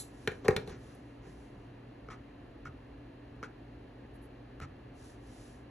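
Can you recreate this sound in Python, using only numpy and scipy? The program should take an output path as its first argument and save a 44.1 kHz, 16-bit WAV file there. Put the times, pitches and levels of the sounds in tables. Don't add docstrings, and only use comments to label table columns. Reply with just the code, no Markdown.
import sys
import numpy as np
from scipy import signal
from scipy.fft import rfft, irfft, next_fast_len
from scipy.io import wavfile
from scipy.ndimage import map_coordinates

SR = 44100
rng = np.random.default_rng(int(sys.argv[2]) if len(sys.argv) > 2 else 0)


def to_wav(s):
    ch = np.atleast_2d(s).T
    pcm = np.round(np.clip(ch, -1, 1) * 32767)
    wavfile.write(sys.argv[1], SR, pcm.astype(np.int16))


N = 251370

# (frequency [Hz], relative level [dB])
CRACK_SPECTRUM = [(200, 2), (650, 5), (1000, 0), (2000, -3), (4100, -5), (5200, -10), (8000, -13.5),
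                  (11500, -12.5), (13100, -55), (15500, -29)]
# (frequency [Hz], level [dB], t60 [s])
FRAME_MODES = [(61, -10.5, 0.12), (89.7, -3.5, 0.15), (129.8, 0, 0.11), (182, 2, 0.057),
               (252.5, 2.5, 0.028)]


def amp(db):
    return 10 ** (np.asarray(db) / 20)


def unit(x):
    return x / np.sqrt(np.mean(x ** 2) + 1e-20)


def along(points, hz):
    f, v = np.transpose(points)
    return np.interp(np.log(hz + 1), np.log(f + 1), v)


def filtered(x, response):
    n = x.shape[-1]
    m = next_fast_len(n + 8192)
    return irfft(rfft(x, m) * response(np.fft.rfftfreq(m, 1 / SR)), m)[..., :n]


def noise(spectrum, shape):
    return unit(filtered(rng.standard_normal(shape), lambda hz: amp(along(spectrum, hz))))


def spread(pair):
    # (frequency [Hz], coherence [ratio])
    coherence = [(100, 1), (350, 0.91), (600, 0.069), (900, 0.045), (1350, 0.48), (1750, 0.98),
                 (2800, 0.35), (4800, 0.34), (6000, 0.97), (7300, 0.91), (9000, 1), (11500, 0.96)]
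    turn = lambda hz: np.arccos(np.clip(along(coherence, hz), -1, 1)) / 2
    mid, side = filtered(pair, lambda hz: np.array([np.cos(turn(hz)), np.sin(turn(hz))]))
    return np.array([mid + side, mid - side])


def wobble(rate):
    return map_coordinates(rng.standard_normal(int(N * rate / SR) + 4), [np.arange(N) * rate / SR])


def fade(t, t60):
    return np.exp(-np.log(1000) * t / t60)


def ring(modes, t, attack):
    tones = [(-1) ** k * amp(db + rng.standard_normal()) * fade(t, t60) * np.sin(2 * np.pi * hz * t)
             for k, (hz, db, t60) in enumerate(modes)]
    return sum(tones) * (1 - np.exp(-t / attack))


def arch(t, length):
    return np.sqrt(np.abs(np.sin(np.pi * np.clip(t / length, 0, 1))))


def add(track, s, sound):
    part = track[max(round(s * SR), 0):][:len(sound)]
    part += sound[:len(part)]


def room_tone(air_top_hz=3100):
    # (frequency [Hz], relative level [dB])
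    air_spectrum = [(15, -35), (28, -8), (52, 4), (88, -6.5), (125, -2.5), (160, -11), (285, -5), (360, -8),
                    (480, -10.5), (950, -18), (1450, -25), (1750, -22.5), (2200, -27.5), (2750, -28)]
    hiss_spectrum = [(2300, -12), (3000, -9.5), (4100, 0.5), (5600, -12.5), (8500, -18), (10200, -11.5),
                     (11500, -18), (12400, -36)]
    # (frequency [Hz], rms level [dB], pitch wander [Hz])
    background_tones = [(58.3, -64.5, 5), (119, -58.5, 1.7), (255.5, -63, 8.7), (285.1, -61, 6.4),
                        (510, -102, 18), (713, -76, 4.8), (1696, -81.5, 6.1), (2720, -82.5, 12)]
    air = filtered(noise(air_spectrum, (2, N)), lambda hz: 1 / np.sqrt(1 + (hz / air_top_hz) ** 16))
    tones = np.zeros(N)
    for hz, db, wander in background_tones:
        peak = amp(db + 0.82 * wobble(4.0)) * np.sqrt(2)
        pitch = hz + wander * wobble(4 * wander)
        tones += peak * np.sin(2 * np.pi * np.cumsum(pitch) / SR)
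    return spread(amp(-51.0) * air + amp(-76) * noise(hiss_spectrum, (2, N))) + tones


def blades():
    # (frequency [Hz], level [dB], t60 [s])
    blade_modes = [(4100, 4, 0.039), (7630, -5, 0.11), (7870, -6, 0.12), (10727, -12, 0.12),
                   (11400, -11.5, 0.098), (14650, -21, .12)]
    # (frequency [Hz], relative level [dB])
    scrape_spectrum = [(2500, -19.5), (4100, -7), (5300, -9.5), (7900, -3), (9000, -12), (10900, 5),
                       (12800, -36), (14700, -12), (16000, -45)]
    t = np.arange(N) / SR
    ringing = amp(-42.5) * ring(blade_modes, t, attack=0.0006)
    return ringing + amp(-41.5) * noise(scrape_spectrum, N) * fade(t, 0.17)


def cloth(grain_db=0.8, hiss_power=1.88):
    # (time [s], length [s], level [dB])
    strokes = [(0.0, 0.5, -67.5), (0.65, 0.093, -63), (0.676, 0.4, -68.5), (0.9, 0.36, -79),
               (1.2, 0.19, -70.5), (1.217, 0.38, -73), (1.4, 0.4, -83), (4.91, 0.3, -63.5),
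               (5.125, 0.56, -64)]
    whispers = [(0.942, 0.019, -66.5), (4.133, 0.047, -72), (4.209, 0.066, -69)]
    # (frequency [Hz], relative level [dB])
    cloth_spectrum = [(100, -38), (400, -36), (1200, -16), (3000, 2.5), (4200, 4), (5900, 4.5), (7200, 3),
                      (9000, 2), (10800, 7.5), (12000, -17), (13000, -38), (14500, -21), (16000, -45)]
    whisper_spectrum = [(3000, -40), (7500, -17), (10000, -1), (11200, -2), (12800, -30), (15000, -27),
                        (16000, -50)]
    t = np.arange(N) / SR
    speed = lambda s, length: arch(t - s, length) ** 2
    slide = np.sqrt(sum((amp(db) * speed(s, length) ** hiss_power) ** 2 for s, length, db in strokes))
    whisper = sum(amp(db) * speed(s, length) for s, length, db in whispers)
    weave = unit(amp(grain_db * wobble(650)))
    hiss = slide * noise(cloth_spectrum, (2, N)) + whisper * noise(whisper_spectrum, (2, N))
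    return weave * spread(hiss)


def knocks(steel_t60=0.02, bite_db=4, bite_octaves=0.37, thud_offset_db=-9):
    # (frequency [Hz], level [dB])
    steel_modes = [(1057, -7.5), (1380, -1.5), (1630, -1), (1840, 1), (2153, -1.5), (2385, -3.5),
                   (2720, -9), (3050, -8), (3600, -7.5), (3980, -8), (4280, -6)]
    # (time [s], ring [dB], hardness [dB/octave], favoured pitch [Hz], crack [dB], board knock [dB])
    clacks = [(0.2745, -24, -3, 3300, -26, -24.5), (0.3167, -48, -5, 2000, -47, -43),
              (0.447, -58, -2, 1100, -48, -42), (0.456, -47, 2, 1900, -55, -52),
              (0.4818, -25, -3.5, 2000, -23, -32), (0.508, -39.5, -9, 2100, -40, -57),
              (0.5640, -30.5, 6.5, 2000, -24.5, -40), (0.573, -44, 0, 2000, -42, -51),
              (0.675, -51, 5, 4200, -44.5, -63), (0.695, -57, 6, 4200, -49, -62)]
    # (time [s], board knock [dB], frame thud [dB])
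    bumps = [(0.316, -34.5, -67), (0.4458, -32, -51), (0.4580, -28, -55), (0.483, -11, -25),
             (0.5089, -22.5, -65), (0.5230, -29.5, -50), (0.573, -30.5, -40), (0.6760, -37, -41),
             (1.269, -44.5, -49), (2.083, -42.5, -52), (3.427, -39.5, -47.5), (4.613, -46, -58)]
    out, t = np.zeros(N), np.arange(SR // 2) / SR
    for s, clack_db, hardness, bite_hz, crack_db, board_db in clacks:
        bite = lambda hz: bite_db * np.exp(-(np.log2(hz / bite_hz) / bite_octaves) ** 2)
        struck = [(hz, db + hardness * np.log2(hz / 2000) + bite(hz), steel_t60)
                  for hz, db in steel_modes]
        clack = amp(clack_db) * ring(struck, t, attack=0.001)
        burst = fade(t, 0.022) * (1 - np.exp(-t / 0.00016))
        crack = amp(crack_db) * noise(CRACK_SPECTRUM, len(t)) * burst
        add(out, s, clack + crack + table(t, board_db, board_db + thud_offset_db))
    for s, board_db, thud_db in bumps:
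        add(out, s, table(t, board_db, thud_db))
    return out


def table(t, board_db, thud_db):
    # (frequency [Hz], level [dB], t60 [s])
    board_modes = [(278, -8.5, 0.046), (370, -7, 0.059), (420, 5, 0.06), (506, -4.5, 0.045),
                   (607, -7, 0.029), (645, -19, 0.06), (783, -8.5, 0.03)]
    knock = amp(board_db) * ring(board_modes, t, attack=0.0048)
    return knock + amp(thud_db) * ring(FRAME_MODES, t, attack=0.0015)


def palm():
    # (time [s], length [s], level [dB])
    brushes = [(0.402, 0.17, -52), (0.657, 0.12, -46.5), (0.777, 0.23, -60.5), (1.208, 0.11, -56.5)]
    # (frequency [Hz], relative level [dB])
    rub_spectrum = [(80, 4.5), (200, 7), (420, 4), (700, -17), (1600, -8), (3000, -19.5), (6500, -21.5),
                    (11000, -55), (12800, -59)]
    t = np.arange(N) / SR
    swell = sum(amp(db) * arch(t - s, length) ** 2 for s, length, db in brushes)
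    return swell * noise(rub_spectrum, N)


def skid(start_s=0.445, length_s=0.031, level_db=-38.5, grain_db=2, t60=0.15):
    # (frequency [Hz], relative level [dB])
    skid_spectrum = [(250, -14), (500, -5), (700, -7), (1000, -4), (1400, -14), (2300, -22), (3500, -22.5),
                     (6000, -28), (11500, -40), (13000, -70)]
    t = np.maximum(np.arange(N) / SR - start_s, 0)
    judder = unit(amp(grain_db * wobble(400)) * noise(skid_spectrum, N))
    return amp(level_db) * arch(t, length_s) * fade(t, t60) * judder


def tugs(slips_per_s=800, pitch_scatter=0.01, slacken_t60=0.21, top_hz=11500):
    # (frequency [Hz], level [dB], t60 [s])
    taut_modes = [(1240, 7, 0.004), (1321, 7.5, 0.02), (1610, -9, 0.011), (2200, -7, 0.022),
                  (3050, -18, 0.015), (5520, -5, 0.0028)]
    # (time [s], ring [dB], pitch [ratio], snap [dB])
    ticks = [(2.087, -42, 1, -57), (2.1021, -49, 0.82, -69), (2.653, -51, 1.2, -50),
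             (2.6563, -39.5, 1.016, -54), (2.664, -49, 1.02, -67), (2.671, -44.5, 1.01, -63),
             (3.4286, -34.5, 1.0, -48), (3.4354, -36.5, 1.05, -56), (3.4433, -42, 1.15, -62),
             (3.451, -49, 0.99, -59), (4.6015, -44.5, 0.992, -42.5)]
    # (time [s], length [s], rasp [dB], ringing slips [dB])
    rasps = [(2.1, 0.067, -46.5, -46), (2.659, 0.029, -54.5, -48.5), (3.428, 0.046, -48, -52),
             (4.611, 0.05, -45.5, -44.5)]
    # (frequency [Hz], relative level [dB])
    rasp_spectrum = [(150, -9), (420, 5), (900, -2.5), (1350, -6), (1750, 4.5), (2250, -1.5), (3000, -9.5),
                     (4200, -10.5), (6300, -13), (8000, -17.5), (11000, -20.5), (12800, -63)]
    out, t = np.zeros(N), np.arange(SR // 2) / SR
    for s, tick_db, pitch_ratio, snap_db in ticks:
        snap = amp(snap_db) * noise(CRACK_SPECTRUM, len(t)) * fade(t, 0.012)
        add(out, s, amp(tick_db) * ring(taut_modes, t * pitch_ratio, attack=0.00023) + snap)
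    for s, length, rasp_db, slips_db in rasps:
        slips = (rng.random(len(t)) < slips_per_s / SR) * rng.choice([-1, 1], len(t))
        slip_ring = ring(taut_modes, t * (1 + pitch_scatter * rng.standard_normal()), attack=0.0002)
        grains = unit(signal.fftconvolve(slips, slip_ring)[:len(t)])
        rasp = amp(slips_db) * grains + amp(rasp_db) * noise(rasp_spectrum, len(t))
        add(out, s, rasp * arch(t, length) * fade(t, slacken_t60))
    return filtered(out, lambda hz: 1 / np.sqrt(1 + (hz / top_hz) ** 40))


def presses(contact_s=0.0077):
    # (time [s], level [dB])
    leans = [(2.105, -44), (2.657, -37), (2.679, -39), (4.609, -32.5), (4.624, -33.5), (4.675, -37.5)]
    out, t = np.zeros(N), np.arange(SR // 2) / SR
    push = arch(t, contact_s) ** 4
    for s, db in leans:
        add(out, s, amp(db) * signal.fftconvolve(ring(FRAME_MODES, t, attack=0.001), push / push.sum()))
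    return out


def room(x, gap_s=0.00049):
    # (frequency [Hz], t60 [s])
    decay_times = [(90, 0.5), (250, 1.3), (450, 0.33), (2000, 0.21), (6000, 0.29), (12000, 0.3)]
    # (frequency [Hz], gain [dB])
    colour = [(90, -3.5), (200, -9.5), (430, -8), (700, 7.5), (1200, 4.5), (2000, 0.5), (6000, -5),
              (12000, -9.5)]
    hz, t, bands = signal.stft(rng.standard_normal((2, SR * 3 // 4)), SR, nperseg=256)
    tail = signal.istft(bands * fade(t, along(decay_times, hz)[:, None]), SR, nperseg=256)[1]
    tail = spread(filtered(tail / np.linalg.norm(tail[0]), lambda f: amp(along(colour, f))))
    onset = np.clip(np.arange(tail.shape[1]) / SR / gap_s - 1, 0, 1)
    return signal.fftconvolve(x[None], tail * onset, axes=1)[:, :N]


def scene(centred_below_hz=150):
    hard = knocks() + skid()
    soft = blades() + palm() + presses()
    thread = tugs()
    # (frequency [Hz], left boost and right cut [dB])
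    lean = [(250, 0.11), (400, 0.44), (650, 2.2), (1000, -0.5), (1500, -0.1), (4000, -0.17)]
    lean_db = lambda hz: along(lean, hz) * np.clip(hz / centred_below_hz - 1, 0, 1)
    direct = filtered(hard + soft + thread, lambda hz: amp(np.array([lean_db(hz), -lean_db(hz)])))
    walls = room(amp(-6.0) * hard + amp(-5.5) * soft + amp(-11) * thread)
    return direct + walls + cloth() + room_tone()


def record(dry, low_cut_hz=30, top_hz=15800):
    # (frequency [Hz], phase [rad])
    lead = [(20, 0), (1500, 0), (2700, .7), (4000, 1.1), (4700, 2.4), (5200, 4.7), (6000, 6.28),
            (7500, 7.8), (9100, 9.42), (10600, 10.8), (12200, 12.6), (15800, 14.8)]
    half_lead = lambda hz: np.exp(.5j * along(lead, hz))
    pair = lambda hz: np.array([half_lead(hz), 1 / half_lead(hz)])
    low_cut = lambda hz: (1j * hz / (1j * hz + low_cut_hz)) ** 2
    return filtered(dry, lambda hz: pair(hz) * low_cut(hz) * (hz < top_hz))


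dry = scene()
out = record(dry)
to_wav(out)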